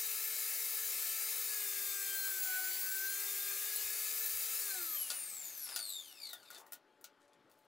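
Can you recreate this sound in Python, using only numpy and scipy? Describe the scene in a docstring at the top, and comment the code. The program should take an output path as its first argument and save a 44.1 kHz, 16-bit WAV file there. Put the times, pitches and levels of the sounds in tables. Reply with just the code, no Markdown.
"""Garage: a small table saw idles, sags in speed ripping a board, is switched off and coasts down.
Brushes tick over the commutator bars and ring the motor case; shaft orders sing through the housing.
Fan and blade are shaped noise; chips ping the blade; wood and tools knock, slide and thud on the table.
Room air and a faint hum lie beneath. One microphone, fed louder to the left channel."""
import sys
import numpy as np
from scipy import signal
from scipy.io import wavfile
from scipy.ndimage import uniform_filter1d

SR = 44100
rng = np.random.default_rng(int(sys.argv[2]) if len(sys.argv) > 2 else 0)


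def master_out(mix):
    """Clip the mix to full scale and print it as 16-bit PCM to the path in sys.argv[1]."""
    frames = np.transpose(np.atleast_2d(mix))
    ceiling = np.clip(frames, -1, 1)
    pcm = np.round(ceiling * 32767).astype(np.int16)
    wavfile.write(sys.argv[1], SR, pcm)


N = 338243

# garage air spectrum: f/Hz, relative level per Hz/dB
ROOM_SPECTRUM = [(25, -34), (60, -32), (100, -14.5), (200, -11), (360, -2.5), (600, -8.5), (900, -10.5),
                 (1300, -7.5), (2530, -17), (4000, -20.5), (6500, -29.5), (11000, -34.5), (13000, -36.5),
                 (16500, -46.5)]
# steady hum nearby: f/Hz, mean level/dB
HUM_TONES = [(285.3, -86.5), (576.0, -81.5), (861.3, -79)]
# low soft thuds: t/s, level/dB, f/Hz, t60/s
THUMP_EVENTS = [(3.828, -65, 64, 0.23), (4.331, -65, 68, 0.31)]
# things slid over the table: start/s, length/s, level/dB, centre f/Hz
SLIDE_EVENTS = [(5.396, 0.39, -55.5, 12100), (5.661, 0.09, -58.5, 1460), (6.498, 0.13, -60, 8040),
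                (6.51, 0.15, -65, 560), (6.604, 0.15, -76, 9000), (7.199, 0.064, -79, 5000),
                (7.487, 0.19, -83, 8000)]
# clicks and knocks: t/s, level/dB, body below 3 kHz/dB, top above 9 kHz/dB
KNOCK_EVENTS = [(5.1019, -28, -8.5, -19), (5.1144, -33, -7, -7), (5.6594, -44, -17, -5),
                (5.6897, -37, -6, -11), (5.7608, -25.5, -10, -7), (5.79, -34, -12, -9),
                (6.2974, -48, -5, -1), (6.331, -39, -4, -1), (6.4293, -53, -14, -14),
                (6.5026, -47.5, -1, -1.5), (6.546, -44, -8, -20), (6.6653, -60, 11, 0),
                (6.7213, -46, 1.5, 4), (6.7316, -41, -5, -1.5), (7.011, -66.5, 6, 5),
                (7.0412, -39, -11.5, -6.5), (7.2789, -66, -5, -20), (7.3317, -62.5, -12, -19),
                (7.4969, -67, 3, -3), (7.514, -61.5, -5, -3), (7.5884, -69, -1, -1)]
# table modes rung by knocks: f/Hz, mean level/dB, t60/s
TABLE_MODES = [(540, -12.5, .06), (1440, 5.5, 0.051), (1870, 1, 0.037), (3590, -9, 0.038),
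               (4550, -2, 0.034), (5140, -20, 0.052), (5740, -23, .06), (6600, -8, .04), (8500, -9, 0.037)]
# chips flung against the blade: t/s, level/dB, f/Hz, t60/s
PING_EVENTS = [(2.58, -42, 12500, .02), (3.761, -28.5, 10800, 0.034), (3.7605, -30, 14000, .015),
               (3.7615, -44, 4130, .08), (4.2567, -32, 14200, 0.016), (4.2614, -27, 14000, 0.025)]
# fan and blade hiss spectrum: f/Hz, relative level per Hz/dB
HISS_SPECTRUM = [(25, -23), (100, -29.5), (200, -40), (300, -47), (450, -13.5), (600, -13.5), (960, -15.5),
                 (1300, -10), (1700, -9.5), (2400, -8), (3320, -11), (4300, -8), (5600, -4.5), (9000, -2.5),
                 (14200, -0.5), (16500, 0)]
# ringing of guard and blade, over the hiss: f/Hz, width/Hz, level/dB
HISS_MODES = [(1263, 36, 5.5), (1714, 29, 10.5), (2150, 59, 8.5), (2390, 52, 7), (2630, 47, 6),
              (3696, 130, 5), (3640, 140, -7.5), (4210, 90, 5), (4800, 270, 3), (6520, 88, 2),
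              (6940, 29, 7.5), (7660, 280, 1), (8100, 80, -8.5), (9800, 80, 2), (10080, 110, 3),
              (11100, 120, -23), (12000, 80, 4), (13300, 150, 2.5), (14200, 420, 0.5), (14900, 70, 0),
              (15800, 90, -1)]
# armature speed under power, sagging under feed: t/s, speed/(turns/s)
POWERED_SPEED = [(0, 438.1), (1.3, 438), (1.42, 433), (1.65, 410.5), (1.85, 401.3), (2.3, 390.4),
                 (2.4, 383.4), (2.5, 374.8), (2.62, 375.4), (3.0, 385.9), (3.1, 391.6), (3.2, 398.9),
                 (3.3, 402.8), (3.52, 400.6), (3.6, 404.5), (3.72, 415.2), (4.0, 427.2), (4.3, 436.2),
                 (4.5, 438.1)]
# weaker orders: multiple of armature speed
ORDER_MULTIPLES = (1, 2, 3, 5, 6, 7, 8, 8.8, 9, 10.67, 12, 16, 28, 31, 35, 36, 37, 39, 41, 48)
# one row per multiple: level at idle speed off the housing modes/dB, gain per 10% sag/dB,
# change when unpowered/dB
ORDER_LEVELS = [(-71.5, -1.5, -2), (-81, 0.5, 0.5), (-81, -4, -3), (-71.5, 2, -12.5), (-74, 5, -16),
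                (-80.5, -11.5, -12), (-82, 2.5, -21), (-71.5, -3, -23), (-72, 0, -24.5), (-72, 2, 5),
                (-74.5, 4.5, 3), (-67, 3.5, -19), (-61, -2, -13), (-60, 5, -24), (-62.5, 7, -25),
                (-59, 1, -24), (-66, 4, -27), (-63, -4.5, -25), (-65, 11, -24), (-49, -2, -24)]
# housing modes lifting the orders that cross them: f/Hz, width/Hz, level/dB
HOUSING_MODES = [(185, 30, 4.5), (351, 13, 18.5), (405, 25, 7.5), (746, 10.2, 22.5), (1010, 30, 2),
                 (1203, 25, 19.5), (1350, 22, 10), (1397, 79, 19.5), (2890, 105, 24), (3158, 22, 22),
                 (3600, 49, 13), (3930, 88, 10.5), (4186, 68, 16.5), (4557, 60, 14), (14000, 200, 3.5),
                 (14400, 150, 3.5), (15700, 200, 7)]
# frame response to the slot whine (order 4): f/Hz
WHINE_F_HZ = (300, 680, 745, 850, 1120, 1215, 1390, 1500, 1521, 1545, 1572, 1605, 1640, 1690, 1752)
# one per whine frequency: level under power/dB
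WHINE_LEVEL_DB = (-97, -74, -70, -85, -74.5, -54, -55.5, -47, -56.5, -46.5, -48, -57.5, -58, -58, -64)
# motor case modes rung by the brushes: f/Hz, width/Hz, level/dB
CASE_MODES = [(1470, 380, -7.5), (2210, 660, -5.5), (3100, 450, -4.5), (3610, 110, 12.5), (4500, 330, 10),
              (5600, 620, -1), (7300, 1200, 1.5), (9450, 850, 4.5), (11300, 200, 11), (12100, 380, 8),
              (13750, 500, 1.5), (15500, 480, -14), (15700, 300, -11)]
# spells of harder brush chatter: centre t/s, length/s, gain on the overtones/dB
CHATTER_SPELLS = [(5.453, 0.071, 6), (5.644, .14, 4), (5.874, 0.36, 10.5), (6.268, 0.12, 11.5),
                  (6.48, 0.047, 5), (6.554, 0.064, 14)]

STEP = 64  # samples per control value
T = np.arange(N) / SR
SLOW_T = np.arange(0, N + STEP, STEP) / SR

ROOM_DB, ECHO_DB, LEFT_OVER_RIGHT_DB, BAND_LIMIT_HZ = -71.5, -7.0, 4.5, 15750
CRACK_T60_S, KNOCK_T60_S = 0.0062, 0.082
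SWITCH_OFF_S = 4.609
UNPOWERED = SLOW_T > SWITCH_OFF_S
# coast drag: turns/s lost per s; times speed; times speed squared
RUBBING_TURNS_PER_S2, VISCOUS_PER_S, FAN_PER_TURN = 87.7, .4448, .001059

AIR_DB, AIR_DB_PER_DECADE = -36, 33.5  # at idle speed; per decade of speed
BRIGHT_DB_PER_OCT, DULLING_DB_PER_OCT = 0.9, 3.5
DULL_FROM_SHARE, DULL_RATE = 0.087, 0.93  # share of idle speed lost
BLADE_GEAR = 5  # armature turns per blade turn

WHINE_COAST_DB = -1
# order 20 while the teeth bite; levels at idle speed
BITE_S, BITE_RISE_S, BITE_HOLD_S, BITE_FADE_DB_PER_S = 1.27, .25, 1, 13
BITE_DB, IDLE_WHISTLE_DB, WHISTLE_DB_PER_DECADE = -52, -79, 30
BARS, EVEN_OVERTONE_DB = 40, 2.5
# tick drive: powered; unpowered at idle speed, per decade of speed; extra fall under the stop speed
TICK_POWERED_DB, TICK_COAST_DB, TICK_DB_PER_DECADE, TICK_STOP_TURNS_PER_S = -27, -40, 22, 21
GRIT_SHARE, GRIT_HZ = 0.33, 900  # coasting tick roughness, raised in chatter spells


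def amp(db):
    """dB to linear amplitude."""
    return 10 ** (np.asarray(db) / 20)


def evened(x):
    """Scale to rms 1."""
    return x / np.sqrt(np.mean(x ** 2) + 1e-20)


def fine(slow):
    """Control curve at the sample rate."""
    return np.interp(T, SLOW_T, slow)


def read(points, hz):
    """Curve through (f, value) points, straight over log frequency."""
    f, value = np.transpose(points)
    return np.interp(np.log(hz + 1), np.log(f + 1), value)


def humps(modes, hz):
    """Summed power gain of a set of resonances at hz."""
    return sum(amp(2 * db) / (1 + (2 * (hz - f) / width) ** 2) for f, width, db in modes)


def bandpass(low_hz, high_hz):
    """Second-order-design Butterworth band filter."""
    return signal.butter(2, (low_hz, high_hz), "band", fs=SR, output="sos")


def wander(rate_hz):
    """Low-passed random control curve, rms 1."""
    b, a = signal.butter(2, min(rate_hz, 300), fs=SR / STEP)
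    return evened(signal.lfilter(b, a, rng.standard_normal(len(SLOW_T))))


def add(mix, s, sound):
    """Add sound into mix at s seconds, cut at the end."""
    part = mix[round(s * SR):][:len(sound)]
    part += sound[:len(part)]


def noise(shape_db, patchy_db):
    """Random short-time spectra shaped by shape_db(hz, t), with drifting patches."""
    hop, size = 256, 1024
    frames = N // hop + 5
    hz = np.fft.rfftfreq(size, 1 / SR)[:, None]
    real, imag, patches = rng.standard_normal((frames, len(hz), 3)).T
    patches = evened(uniform_filter1d(uniform_filter1d(patches, 10, 0), 12, 1))
    level_db = shape_db(hz, np.arange(frames) * hop / SR) + patchy_db * patches
    spectra = (real + 1j * imag) * amp(level_db)
    return signal.istft(spectra, nperseg=size, noverlap=size - hop)[1][:N]


def tone(turns, gain, order, flutter_db):
    """Wavering sine locked to the armature, random phase; gain is rms."""
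    level = fine(gain * amp(flutter_db * wander(rate_hz=8.6)))
    return level * np.sqrt(2) * np.cos(2 * np.pi * (order * turns + rng.random()))


def garage():
    """Room air as shaped noise, plus a faint wavering hum."""
    out = amp(ROOM_DB) * evened(noise(lambda hz, t: read(ROOM_SPECTRUM, hz) + 0 * t, patchy_db=2.0))
    for hz, db in HUM_TONES:
        level = fine(amp(db + 2.7 * wander(rate_hz=8.4)))
        out += level * np.sqrt(2) * np.sin(2 * np.pi * hz * T)
    return out


def echo(x):
    """Short garage tail: sparse taps of random sign, treble dying first."""
    size = 14000
    taps = rng.choice([-1., 1.], size) * (rng.random(size) < .05) * (np.arange(size) > 250)
    hz, t, spectra = signal.stft(taps, SR, nperseg=256)
    t60_s = read([(500, 0.36), (4000, 0.14), (14000, 0.06)], hz)[:, None]
    tail = signal.istft(spectra * amp(-60 * t / t60_s), SR, nperseg=256)[1]
    return signal.fftconvolve(x, tail / np.linalg.norm(tail))[:N]


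def thumps():
    """Soft low pushes: decaying sines with a slow swell-in."""
    out, t = np.zeros(N), np.arange(15000) / SR
    for s, db, hz, t60_s in THUMP_EVENTS:
        swell = 2.5 * (1 - np.exp(-t / 0.022))
        add(out, s, amp(db - 60 * t / t60_s) * swell * np.sin(2 * np.pi * hz * t))
    return out


def slides():
    """Gritty rubbing: amplitude-roughened noise, two octaves wide."""
    out = np.zeros(N)
    for s, length_s, db, hz in SLIDE_EVENTS:
        size = round(length_s * SR)
        rough_db = 4.7 * evened(uniform_filter1d(rng.standard_normal(size), 150))
        grit = rng.standard_normal(size) * amp(rough_db)
        rub = signal.sosfilt(bandpass(hz / 2, min(2 * hz, SR / 2.2)), grit)
        add(out, s, amp(db) * evened(rub) * signal.windows.tukey(size, .3))
    return out


def knocks():
    """Each blow: sharp crack and noisy tail in three bands, plus ringing table modes."""
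    out, t = np.zeros(N), np.arange(9000) / SR
    bands = [bandpass(600, 900), bandpass(3000, 11700), bandpass(9000, 22000)]
    for s, db, body_db, top_db in KNOCK_EVENTS:
        decay = amp(-60 * t / CRACK_T60_S) + 0.56 * amp(-60 * t / KNOCK_T60_S)
        burst = rng.standard_normal(len(t)) * decay
        low, mid, top = (signal.sosfilt(band, burst) for band in bands)
        ring = np.zeros(len(t))
        for hz, mode_db, t60_s in TABLE_MODES:
            start_db = mode_db + 4.1 * rng.standard_normal() + body_db * (hz < 3000)
            ring += amp(start_db - 60 * t / t60_s) * np.sin(2 * np.pi * hz * t)
        blow = 1.4 * amp(body_db) * low + 0.9 * mid + 2.2 * amp(top_db) * top + 0.18 * ring
        add(out, s + .001, amp(db) * blow)
    return out


def pings():
    """Chip strikes on the blade: short decaying sines."""
    out, t = np.zeros(N), np.arange(3000) / SR
    for s, db, hz, t60_s in PING_EVENTS:
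        add(out, s, amp(db - 60 * t / t60_s) * np.sin(2 * np.pi * hz * t))
    return out


def armature():
    """Speed in turns/s: set under power, then slowed by bearing, brush and fan drag, floored at 1."""
    t, turns_per_s = np.transpose(POWERED_SPEED)
    speed = np.interp(SLOW_T, t, turns_per_s)
    for k in np.flatnonzero(UNPOWERED):
        v = speed[k - 1]
        drag = RUBBING_TURNS_PER_S2 + VISCOUS_PER_S * v + FAN_PER_TURN * v ** 2
        speed[k] = max(v - drag * STEP / SR, 1)
    return speed


def air(speed, turns):
    """Fan and blade hiss: dulls and drops as the fan slows, throbs faintly per blade turn."""
    share = speed / speed[0]
    lost = np.maximum(1 - share - DULL_FROM_SHARE, 0)
    tilt_db = BRIGHT_DB_PER_OCT - DULLING_DB_PER_OCT * np.tanh(DULL_RATE * lost)

    def shape_db(hz, t):
        ringing_db = 10 * np.log10(1 + 1.13 * humps(HISS_MODES, hz))
        octaves = np.log2(hz / 6000 + 0.016)  # offset keeps 0 Hz finite
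        return read(HISS_SPECTRUM, hz) + ringing_db + np.interp(t, SLOW_T, tilt_db) * octaves

    hiss = noise(shape_db, patchy_db=1.5)
    level = np.sqrt(uniform_filter1d(hiss ** 2, 8000))
    throb_db = 0.17 * np.cos(2 * np.pi * turns / BLADE_GEAR) + fine(.5 * wander(rate_hz=53))
    speed_db = fine(AIR_DB + AIR_DB_PER_DECADE * np.log10(share))
    return hiss / level * amp(speed_db + throb_db)


def whine_level(speed):
    """Slot whine/dB: the frame's response at order 4."""
    return np.interp(4 * speed, WHINE_F_HZ, WHINE_LEVEL_DB) + WHINE_COAST_DB * UNPOWERED


def whistle_level(speed):
    """Order 20/dB: rises as the teeth bite, holds, fades; falls with speed."""
    bite = np.clip((SLOW_T - BITE_S) / BITE_RISE_S, 0, 1)
    fade_s = np.maximum(SLOW_T - BITE_S - BITE_RISE_S - BITE_HOLD_S, 0)
    lift_db = np.maximum(BITE_DB - IDLE_WHISTLE_DB - BITE_FADE_DB_PER_S * fade_s, 0)
    return IDLE_WHISTLE_DB + bite * lift_db + WHISTLE_DB_PER_DECADE * np.log10(speed / speed[0])


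def tick_level(speed):
    """Brush drive/dB: steady under power, falling with speed when coasting."""
    stopping_db = 40 * np.log10(np.minimum(speed / TICK_STOP_TURNS_PER_S, 1))
    coast_db = TICK_COAST_DB + TICK_DB_PER_DECADE * np.log10(speed / speed[0]) + stopping_db
    return np.where(UNPOWERED, coast_db, TICK_POWERED_DB)


def orders(speed, turns):
    """Whine, whistle and weak orders; the weak ones shift with load, fade with speed, swell on modes."""
    share = speed / speed[0]
    sag = 10 * (1 - share) * (SLOW_T < SWITCH_OFF_S)  # units of 10%
    out = tone(turns, amp(whine_level(speed)), order=4, flutter_db=2.6)
    out += tone(turns, amp(whistle_level(speed)), order=20, flutter_db=1.0)
    for multiple, (db, sag_db, coast_db) in zip(ORDER_MULTIPLES, ORDER_LEVELS):
        hz = multiple * speed
        gain = amp(db + sag_db * sag + coast_db * UNPOWERED) * share ** 1.69
        gain = gain * np.sqrt(1 + humps(HOUSING_MODES, hz)) * (hz < SR / 2)
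        out += tone(turns, gain, order=multiple, flutter_db=1.5 if multiple == 1 else 3)
    return out


def brushes(speed, turns):
    """One tick per bar rings the case; unpowered brushes chatter: ticks stray and swell once a turn."""
    chatter = fine(np.where(SLOW_T < SWITCH_OFF_S, .15, 1))
    stray = .065 * fine(wander(rate_hz=280)) + .09 * np.sin(2 * np.pi * turns + .7)
    bar = BARS * turns + chatter * stray
    spell_db = sum(db * np.exp(-(2 * (SLOW_T - s) / length_s) ** 2)
                   for s, length_s, db in CHATTER_SPELLS)
    spell = amp(spell_db)
    ticks = np.zeros(N)
    for k in range(1, 13):
        # overtones join as the tick rate sinks under the top of the band
        in_band = np.clip((19000 - k * BARS * speed) / 2000, 0, 1)
        gain = in_band / k ** 1.22 * (spell if k > 1 else 1) * amp(EVEN_OVERTONE_DB * (k % 2 == 0))
        ticks += fine(gain) * np.cos(2 * np.pi * k * bar)
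    # uneven tick strength smears each overtone
    b, a = signal.butter(1, GRIT_HZ, fs=SR)
    grit = evened(signal.lfilter(b, a, rng.standard_normal(N)))
    ticks = ticks * (1 + GRIT_SHARE * fine(UNPOWERED * np.sqrt(spell)) * grit)
    swell_db = 3.5 * np.cos(2 * np.pi * turns + 4.1) + fine(1.9 * wander(rate_hz=140))
    drive = ticks * amp(fine(tick_level(speed)) + chatter * swell_db)
    out = np.zeros(N)
    for k, (hz, width_hz, db) in enumerate(CASE_MODES):
        b, a = signal.iirpeak(hz, hz / width_hz, SR)
        out += (-1) ** k * amp(db) * signal.lfilter(b, a, drive)  # alternating polarity
    return out


def scene():
    """Sum all sources, same in both channels; only the small near sources get the echo."""
    speed = armature()
    turns = np.cumsum(fine(speed)) / SR
    near = slides() + knocks() + pings() + brushes(speed, turns)
    # small things radiate no bass
    near = signal.sosfilt(signal.butter(4, 380, "high", fs=SR, output="sos"), near)
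    mix = garage() + thumps() + air(speed, turns) + orders(speed, turns)
    mix += near + amp(ECHO_DB) * echo(near)
    return np.array([mix, mix])


def record(dry):
    """Feed left louder than right, then limit the band."""
    balance = amp([[LEFT_OVER_RIGHT_DB / 2], [-LEFT_OVER_RIGHT_DB / 2]])
    lowpass = signal.firwin(1023, BAND_LIMIT_HZ, window=("kaiser", 9), fs=SR)
    return signal.oaconvolve(dry * balance / balance.mean(), lowpass[None], "same")


dry = scene()
out = record(dry)
master_out(out)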